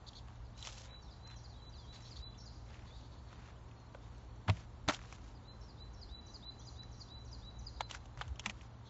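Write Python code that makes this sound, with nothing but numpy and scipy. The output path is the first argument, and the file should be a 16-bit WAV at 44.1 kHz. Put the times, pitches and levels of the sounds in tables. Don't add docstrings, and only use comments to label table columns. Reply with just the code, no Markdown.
import sys
import numpy as np
from scipy import signal
from scipy.fft import rfft, irfft, next_fast_len
from scipy.io import wavfile
from scipy.ndimage import uniform_filter1d

SR = 44100
rng = np.random.default_rng(int(sys.argv[2]) if len(sys.argv) > 2 else 0)


def nominal_scale(level):
    x = np.asarray(level, float) / 20
    return 10 ** x


def generate_wav(signal):
    frames = np.transpose(np.atleast_2d(signal))
    scaled = np.clip(frames, -1, 1) * 32767
    pcm = np.round(scaled).astype(np.int16)
    wavfile.write(sys.argv[1], SR, pcm)


N = 392049
T = np.arange(N) / SR


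def level(x, db):
    return x * nominal_scale(db) / np.sqrt(np.mean(x ** 2))


def add(track, s, sound):
    i = int(s * SR)
    track[i:i + len(sound)] += sound[:N - i]


def colour(x, points):
    hz, db = np.transpose(points)
    size = next_fast_len(len(x))
    bins = np.maximum(np.arange(size // 2 + 1) * SR / size, 1)
    gain = nominal_scale(np.interp(np.log(bins), np.log(hz), db, left=-60, right=-80))
    return irfft(rfft(x, size) * gain, size)[:len(x)]


def ring(x, hz, width):
    return signal.lfilter(*signal.iirpeak(min(hz, .45 * SR), hz / width, SR), x)


def walk(rate):
    k = int(SR / rate)
    steps = np.repeat(rng.standard_normal(N // k + 1), k)
    return 1.32 * uniform_filter1d(uniform_filter1d(steps, k), k)[:N]


def tone(hz, edge):
    sine = np.sqrt(2) * np.sin(2 * np.pi * np.cumsum(hz) / SR)
    return sine * signal.windows.tukey(len(hz), np.clip(edge, 0, 1))


def glide(length, *hz):
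    return np.interp(np.linspace(0, len(hz) - 1, int(length * SR)), np.arange(len(hz)), hz)


# pitch_hz, density_db (per Hz)
TOWN_SPECTRUM = [(27, -14.5), (58, -1), (85, -6.5), (150, -14.5), (220, -16), (350, -23.5), (600, -23.5),
                 (950, -22), (1600, -31.5), (2500, -38.5), (4000, -37), (5050, -41.5), (7300, -42),
                 (7900, -47.5)]
# time_s, level_db
RUMBLE_SWELL = [(0.0, -60), (0.47, -57), (3.12, -53.5), (3.49, -61), (4.95, -51.5), (5.45, -60.5),
                (6.07, -49.5), (6.49, -66.5), (6.96, -48), (7.01, -62), (7.57, -49), (8.18, -59.5),
                (8.33, -43), (8.39, -62), (8.57, -52), (8.89, -64)]
# time_s, level_db
VEHICLE_SWELL = [(0, -80.5), (2.5, -69.5), (5.5, -67.5), (7, -66), (8.89, -69)]


def town():
    hiss = level(colour(rng.standard_normal(N), TOWN_SPECTRUM), -55.5) * nominal_scale(0.27 * walk(0.92))

    s, db = np.transpose(RUMBLE_SWELL)
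    rumble = level(ring(ring(rng.standard_normal(N), 58, 22), 58, 45), -1.5)
    rumble = rumble * nominal_scale(np.interp(T, s, db) + 1.5 * walk(6.5))

    hum_hz = 116.1 + 0.58 * walk(3)
    hum = np.sqrt(2) * np.sin(2 * np.pi * np.cumsum(hum_hz) / SR) * nominal_scale(-58.5 + 1.4 * walk(5))

    s, db = np.transpose(VEHICLE_SWELL)
    vehicle = level(ring(ring(rng.standard_normal(N), 250, 190), 270, 400), 0) * nominal_scale(np.interp(T, s, db))
    return hiss + rumble + hum + vehicle


def trees(x, wet_db, t60, branches=4.5, flutter_db=3.5):
    t = T[:SR * 3 // 4]
    fade = nominal_scale(-60 * t / t60) + branches * np.exp(-t / 0.008)
    tail = rng.standard_normal(len(t)) * fade * (1 - np.exp(-t / 0.0024))
    wet = signal.fftconvolve(x, tail / np.sqrt(np.sum(tail ** 2)))[:N]
    return x * nominal_scale(flutter_db * walk(150)) + nominal_scale(wet_db + 2.5 * walk(45)) * wet


# start_s, length_s, from_hz, to_hz, level_db
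SLURRED_NOTES = [(1.008, 0.097, 4800, 3350, -72), (1.29, 0.08, 3800, 3130, -74),
                 (1.49, 0.048, 4750, 3800, -71), (1.552, 0.06, 3470, 3150, -75),
                 (1.615, 0.086, 3985, 3960, -66.5), (1.722, 0.06, 5080, 3700, -68),
                 (1.778, .08, 3650, 3170, -71), (2.244, 0.14, 3350, 3550, -78.5),
                 (2.899, 0.074, 3380, 3950, -70), (2.342, 0.014, 2500, 3700, -72),
                 (1.733, .014, 3600, 2500, -74), (6.598, .035, 3150, 3750, -71.5),
                 (3.555, 0.024, 2900, 3450, -79), (3.75, 0.15, 4290, 4240, -80.5),
                 (3.997, 0.059, 3300, 3840, -81), (4.023, 0.17, 4370, 4350, -82),
                 (4.27, 0.16, 4390, 4330, -81.5), (0.69, 0.29, 530, 528, -77.5)]
# start_s, length_s, centre_hz, level_db, far (1 if hidden in the trees)
BUZZING_CALLS = [(0.061, 0.031, 4050, -55.5, 0), (0.147, 0.043, 3950, -56.5, 0),
                 (1.92, 0.046, 4000, -62, 0), (2.046, 0.04, 3900, -59, 0), (2.152, 0.044, 4020, -61.5, 0),
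                 (2.855, 0.037, 3970, -64, 1), (2.914, 0.038, 4130, -66.5, 1),
                 (2.969, 0.032, 3900, -65.5, 1), (3.04, .04, 4150, -72, 1), (3.105, 0.03, 3900, -68, 1),
                 (3.246, 0.04, 3930, -69.5, 1), (8.847, 0.037, 3770, -64, 0.96)]


def other_birds():
    near, hidden, far = calls = np.zeros((3, N))
    for s, length, from_hz, to_hz, db in SLURRED_NOTES:
        add(far, s, nominal_scale(db) * tone(glide(length, from_hz, to_hz), 0.19))
    for s, length, hz, db, distant in BUZZING_CALLS:
        centre = glide(length, hz, .96 * hz, hz, 1.03 * hz, .96 * hz)
        swing = np.sin(2 * np.pi * np.cumsum(glide(length, 150, 175)) / SR)
        drop = glide(.012, .95 * hz, .55 * hz)
        pitch = np.append(centre * (1 + 0.15 * swing), drop)
        swell = np.linspace(.55, 1, len(swing)) ** 1.5
        throb = np.append(swell * (1 + 0.36 * swing), np.linspace(.4, .12, len(drop)))
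        third_db = np.where(np.arange(len(pitch)) < len(swing), -13, -4)
        buzz = tone(pitch, 0.29) + nominal_scale(third_db) * tone(1.5 * pitch, .2)
        add(calls[int(distant > .5)], s, nominal_scale(db) * throb * buzz)
    near = trees(near, -8, 0.27)
    hidden = nominal_scale(-8.5) * trees(hidden, 10.5, 0.79, 1.5)
    return near + hidden + trees(far, -4, .7, 1.5, 2.2)


# start_s, length_s, level_db, swell_db (over the note), pitch_hz
HELD_WHISTLES = [(0.544, .114, -62, 8, 4010), (0.873, 0.112, -59.5, 4, 3948), (1.198, 0.145, -64, 2, 4043),
                 (1.538, 0.054, -60, -10, 3935), (1.864, 0.135, -62, 1, 3960),
                 (2.194, 0.115, -55.5, 8, 3982), (5.443, 0.098, -63, -3, 4065),
                 (5.774, 0.115, -61, -3, 4005), (6.089, 0.13, -56.5, -3, 3963),
                 (6.423, 0.098, -53, 3, 4004), (6.757, 0.096, -57, -3.5, 3980),
                 (7.083, 0.108, -55, 0, 3970), (7.42, 0.093, -54.5, 5, 3940), (7.772, 0.1, -59, 3, 4050)]
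WHISTLE_HOOKS = .1, .165
# start_s, peak_db, lowest_hz, rise_db (level of the rise that follows)
STEEP_NOTES = [(1.0207, -59.5, 5410, -82), (1.3596, -56.5, 5580, -74.5), (1.6926, -59.5, 5650, -79.5),
               (2.019, -56, 5420, -74), (2.376, -52, 5430, -69.5), (5.602, -61.5, 5420, -87),
               (5.934, -57.5, 5430, -79.5), (6.2582, -56.5, 5830, -74.5), (6.5868, -53.5, 5840, -71.5),
               (6.915, -54.5, 5590, -76), (7.2504, -55.5, 5670, -75), (7.585, -56.5, 5840, -71.5)]
# start_s, peak_db
FALLING_NOTES = [(0.4454, -66), (1.104, -58.5), (1.437, -55.5), (1.7756, -55.5), (2.1062, -53.5),
                 (2.4536, -49.5), (5.35, -63.5), (5.684, -55.5), (6.0112, -51.5), (6.3393, -49),
                 (6.6658, -50), (6.999, -50), (7.325, -50), (7.6615, -48.5)]


def songbird():
    near, high, falls, echo = np.zeros((4, N))
    attack_s, release_s, hook_s, echo_t60_s = 0.04, 0.02, 0.013, 1.1
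    second_phrase_s = 4
    for s, length, db, swell_db, hz in HELD_WHISTLES:
        t = T[:int(length * SR)]
        edge = np.maximum(np.maximum(1 - t / attack_s, 1 - (length - t) / release_s), 0)
        shape_db = db + 2 + swell_db * (t / length - .5) - 14 * edge
        hook = WHISTLE_HOOKS[int(s > second_phrase_s)] * np.exp(-t / hook_s)
        add(near, s, nominal_scale(shape_db) * tone(hz * (1 - hook), 0.024))
        t = T[:SR // 2]
        add(echo, s + length - .022, nominal_scale(db - 9 - 60 * t / echo_t60_s) * tone(hz + 0 * t, .1))

    for s, db, low_hz, rise_db in STEEP_NOTES:
        plunge = glide(0.022, 7300, 1.14 * low_hz, 1.035 * low_hz, 1.003 * low_hz, .985 * low_hz)
        plunge_db = db - 6.5 + glide(0.022, -10, -3, -0.5, 1, -2)
        add(high, s - .003, nominal_scale(plunge_db) * tone(plunge, 0.28))
        add(high, s + 0.023, nominal_scale(db - 12) * tone(glide(.009, 5400, 3900), 0.28))
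        add(high, s + 0.062, nominal_scale(rise_db + 4.5) * tone(glide(0.026, 5100, 6500, 7300), 0.29))

    for s, db in FALLING_NOTES:
        fall = glide(.042, 5130, 5060, 4800, 4400, 4070, 3850)
        add(falls, s - .006, nominal_scale(db - 7 + glide(.042, 1.5, -2.5)) * tone(fall, 0.75))

    echo = echo * nominal_scale(5.5 * walk(120))
    near = trees(near, -10, .5, 2.5, 3)
    falls = trees(falls, 1.5, .9, 3.8, 4.4)
    high = nominal_scale(-2) * trees(high, 5.5, 0.82, 2.5, 4.5)
    return echo + near + falls + high


# pitch_hz, density_db (per Hz)
LEAF_SPECTRUM = [(300, -11), (700, 1), (1500, 2.5), (2800, -0.5), (5000, -4), (7000, -5), (7900, -14)]
# start_s, length_s, from_db, to_db, brightness_db
LEAF_SCUFFS = [(0, 0.23, -96, -75, 9.5), (0.244, 0.15, -72, -72.5, -10), (0.553, 0.15, -73, -59.5, 8),
               (0.679, 0.099, -68.5, -69, 8.5), (0.754, 0.14, -65, -75, 9), (0.84, 0.13, -66, -69.5, -14),
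               (1.248, 0.12, -65.5, -68.5, -9), (1.913, 0.13, -59, -74, -0.5),
               (1.996, .25, -71.5, -70.5, 0.5), (2.651, 0.13, -71, -57.5, -8.5),
               (2.737, 0.2, -66, -64, -7.5), (2.89, 0.47, -77, -92, 4), (3.266, 0.3, -65, -69, -9.5),
               (3.486, 0.89, -83, -76.5, -2), (4.474, 0.036, -49, -47, -20), (4.487, 0.18, -63.5, -67, -4),
               (4.876, 0.04, -38.5, -50, -3.5), (4.909, 0.079, -48.5, -66, -1),
               (4.927, 0.44, -67, -73.5, 1), (7.877, 0.11, -62, -63, -2), (7.974, 0.18, -70, -93, -4),
               (8.167, 0.16, -56, -73, -7.5), (8.377, 0.15, -84, -48, -6), (8.494, 0.2, -74.5, -72, -1.5)]


def leaves():
    chance = rng.random((N, 2)).T
    sizes = nominal_scale(np.minimum(-3.2 * np.log(1 - chance[1]), 12))
    cracks = (chance[0] < 900 / SR) * sizes
    bursts = signal.lfilter([1], [1, -np.exp(-1 / (0.0024 * SR))], cracks)
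    grit = (bursts * nominal_scale(2.9 * walk(30)) + 1.5) * rng.standard_normal(N)
    grit = colour(grit, LEAF_SPECTRUM)
    low = signal.sosfiltfilt(signal.butter(2, 3300, fs=SR, output="sos"), grit)
    low, high = level(low, 0.74), level(grit - low, 0.21)
    out = np.zeros(N)
    for s, length, from_db, to_db, bright_db in LEAF_SCUFFS:
        part = slice(int(s * SR), int((s + length) * SR))
        sound = low[part] + nominal_scale(bright_db) * high[part]
        sweep = nominal_scale(np.linspace(from_db, to_db, len(sound)))
        add(out, s, sound * sweep * signal.windows.tukey(len(sound), .45))
    return out


# pitch_hz, width_hz
SNAP_RESONANCES = [(950, 1010), (5600, 1940)]


def snaps(table, t60, crack):
    out = np.zeros(N)
    lead = .006
    t = T[:int(.08 * SR)] - lead
    creak = 0.2 * np.exp(t / 0.0032)
    rattle = nominal_scale(-60 * t / t60) + nominal_scale(-16 - 60 * t / .05)
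    for s, mid_db, low_db, high_db, ring_hz in table:
        burst = rng.standard_normal(len(t)) * np.where(t < 0, creak, rattle)
        burst[np.argmax(t >= 0)] = crack
        bands = [(ring_hz, 1150)] + list(SNAP_RESONANCES)
        for (hz, width), db, detune in zip(bands, (mid_db, low_db, high_db), rng.standard_normal(3)):
            part = ring(ring(burst, hz * (1 + detune / 20), width), hz, 1.35 * width)
            add(out, s - lead + .0008, nominal_scale(db + 2.5) * part / np.max(abs(part)))
    return signal.sosfilt(signal.butter(2, 470, "high", fs=SR, output="sos"), out)


# start_s, mid_db, low_db, high_db, ring_hz
TWIG_SNAPS = [(.0745, -50, -66, -60, 3900), (0.1311, -52, -66, -68, 3500), (0.2836, -57, -51, -67, 2600),
              (.355, -62, -65, -62, 3500), (0.5774, -57, -58, -55, 2830), (.5905, -60, -64, -53, 3000),
              (0.604, -63, -64, -51, 3800), (0.6255, -37.5, -60, -45.5, 3700),
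              (0.6489, -43, -58, -41, 2450), (0.6709, -35, -40.5, -34.5, 2850), (.678, -45, -48, -45, 3500),
              (0.6884, -46, -54, -58, 1600), (0.7233, -47, -58, -47, 3290), (.7275, -56, -64, -50, 3500),
              (.752, -58, -66, -54, 4000), (.742, -58, -64, -56, 2500), (.799, -56, -64, -57, 4100),
              (.88, -58, -62, -70, 2300), (.896, -58, -64, -70, 2400), (.953, -60, -64, -74, 2300),
              (0.7766, -52, -66, -57, 2920), (1.2735, -62, -63, -51, 1300), (1.2999, -54, -65, -66, 2300),
              (1.9435, -59, -58, -55, 1960), (2.7422, -54, -55, -63, 2130), (2.7916, -55, -54, -66, 2010),
              (2.905, -63, -60, -70, 2000), (3.01, -62, -68, -59, 2800), (3.3278, -47.5, -64, -62, 1300),
              (3.357, -58, -62, -70, 2200), (3.3942, -56, -70, -72, 1480), (3.485, -64, -52, -60, 1340),
              (3.7125, -54.5, -70, -70, 2480), (3.8, -67, -70, -60, 3800), (3.9469, -66, -43.5, -70, 2430),
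              (4.18, -61, -71, -61, 4200), (4.36, -69, -71, -62, 3800)]


def twigs():
    return snaps(TWIG_SNAPS, t60=0.02, crack=8)


# start_s, mid_db, low_db, high_db, ring_hz
CASE_KNOCKS = [(4.4785, -52, -48, -60, 3000), (4.483, -44, -41, -62, 2200), (4.4865, -40, -31.5, -60, 2500),
               (4.4907, -38, -29.5, -62, 2000), (4.4972, -26, -26, -49, 2130),
               (4.5005, -36, -37, -61, 2200), (4.569, -51, -60, -54, 2240), (4.604, -62, -58, -55, 3000),
               (4.883, -41, -50, -37, 4500), (4.878, -48, -43, -46, 3800), (4.8858, -21, -21.5, -28, 3700),
               (4.8927, -25, -44, -56, 1550), (4.8964, -24.5, -38, -48, 1300), (4.901, -40, -41, -49, 2000),
               (4.9074, -40, -33, -41, 1460), (4.92, -46, -46, -56, 1300), (4.9447, -36, -44, -41, 3000),
               (4.9906, -45, -60, -57, 1320), (5.015, -54, -47, -72, 2080), (5.0365, -54, -52, -62, 2500),
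               (5.0479, -50, -57, -70, 1350), (5.1248, -46, -41.5, -46, 2020),
               (5.1826, -61, -55, -62, 2000), (5.2475, -62, -58, -64, 2000)]


def case_knocks():
    return snaps(CASE_KNOCKS, t60=0.022, crack=12)


# start_s, mid_db, low_db, high_db, ring_hz
FINGER_TICKS = [(6.8329, -58, -65, -52, 1630), (7.8062, -31, -27, -43, 3250), (7.899, -49, -56, -52, 3000),
                (7.939, -60, -50, -57, 3000), (7.9099, -34.5, -39, -39, 3020),
                (7.9468, -38.5, -56, -42, 1460), (7.9694, -58, -57, -58, 1460),
                (8.0556, -52.5, -56, -54, 3130), (8.1733, -56, -44.5, -50.5, 1500),
                (8.19, -53, -56, -56, 3000), (8.2112, -38, -30.5, -61, 1520), (8.215, -37, -39, -56, 2980),
                (8.2786, -54.5, -57, -54.5, 3000), (8.357, -55, -62, -58, 3000),
                (8.3943, -34.5, -43, -38, 3030), (8.439, -59, -50, -66, 2500),
                (8.4589, -29.5, -31.5, -32.5, 1900), (8.4635, -40, -39, -40, 2300),
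                (8.4956, -33.5, -42, -40, 2400), (8.5044, -56, -48, -48, 1420),
                (8.6103, -46.5, -71, -63, 2400), (8.617, -62, -60, -59, 2000)]


def finger_ticks():
    return snaps(FINGER_TICKS, t60=0.025, crack=7)


# peak_s, pitch_hz, level_db, rise_s, t60_s
BODY_THUMPS = [(2.2, 62, -47, 0.028, 0.14), (4.506, 100, -22, 0.012, 0.1), (4.498, 167, -38, 0.012, 0.24),
               (4.5, 227, -38.5, 0.012, 0.078), (4.895, 290, -32.5, 0.0084, 0.049),
               (4.89, 193, -37, 0.0034, 0.072), (4.885, 103, -30.5, 0.0047, 0.028),
               (4.495, 326, -43.5, 0.0068, 0.055), (4.497, 637, -37, 0.0041, 0.077),
               (4.897, 598, -32.5, 0.0051, 0.056), (4.495, 410, -46, .005, .06),
               (4.494, 760, -41, .004, .05), (4.492, 1130, -43, .004, .05), (4.892, 400, -41, .004, .05),
               (4.899, 1140, -37, .003, .06), (3.952, 530, -45, 0.0013, 0.026),
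               (8.32, 76, -36, 0.0093, 0.14), (8.278, 92, -40, 0.0076, 0.071),
               (8.475, 206, -42.5, 0.0067, 0.16), (8.2, 132, -52, 0.024, 0.22)]


def body_thumps():
    out = np.zeros(N)
    lead = .12
    t = T[:SR // 2] - lead
    for s, hz, db, rise, t60 in BODY_THUMPS:
        swell = np.where(t < 0, np.exp(-(t / rise) ** 2 / 2), nominal_scale(-60 * np.maximum(t, 0) / t60))
        add(out, s - lead, nominal_scale(db) * swell * np.cos(2 * np.pi * hz * t))
    return out


def scene():
    birds = nominal_scale(-2) * songbird() + nominal_scale(1) * other_birds()
    feet = leaves() + twigs()
    handling = case_knocks() + finger_ticks() + body_thumps()
    mono = town() + birds + feet + handling
    return np.array([mono, mono])


# pitch_hz, level_db
TREBLE_FLOOR = [(3100, -98), (4700, -95.5), (5000, -91.5), (5300, -96), (6900, -95), (7500, -94),
                (7700, -93.5), (7850, -84)]


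def masking(x):
    spec = signal.stft(x, nperseg=1536)[2]
    first, count, size = 108, 30, 6
    band = spec[first:first + count * size].reshape(count, size, -1)
    db = 10 * np.log10(np.sum(abs(band) ** 2, axis=1) + 1e-30)

    slope = -0.79 * np.arange(count)[:, None]
    hidden = np.maximum.accumulate(db - slope, axis=0) + slope - 19
    hidden[2:] = np.maximum(hidden[2:], np.minimum(db[:-2], db[1:-1]) - 10.5)

    patches = uniform_filter1d(rng.standard_normal(db.shape), size=6, axis=1) * np.sqrt(6)
    band_hz = (first + size * (np.arange(count) + .5)) * SR / 1536
    quiet = np.interp(band_hz, *np.transpose(TREBLE_FLOOR))[:, None] + 3.2 * patches

    short_db = np.maximum(hidden, quiet) - db
    keep = 1 / (1 + np.exp(np.clip(short_db, -30, 30) / 1.3))
    spec[first:first + count * size] = (band * keep[:, None]).reshape(count * size, -1)
    return signal.istft(spec, nperseg=1536)[1][:N]


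def low_pass(x):
    return signal.sosfilt(signal.butter(12, 8010, fs=SR, output="sos"), x)


def record(dry):
    steep = signal.ellip(12, .2, 105, 7680, fs=SR, output="sos")
    cut = signal.sosfilt(steep, masking(dry[0]))
    mix = cut + nominal_scale(-106) * rng.standard_normal((2, N))
    return low_pass(mix)


dry = scene()
out = record(dry)
generate_wav(out)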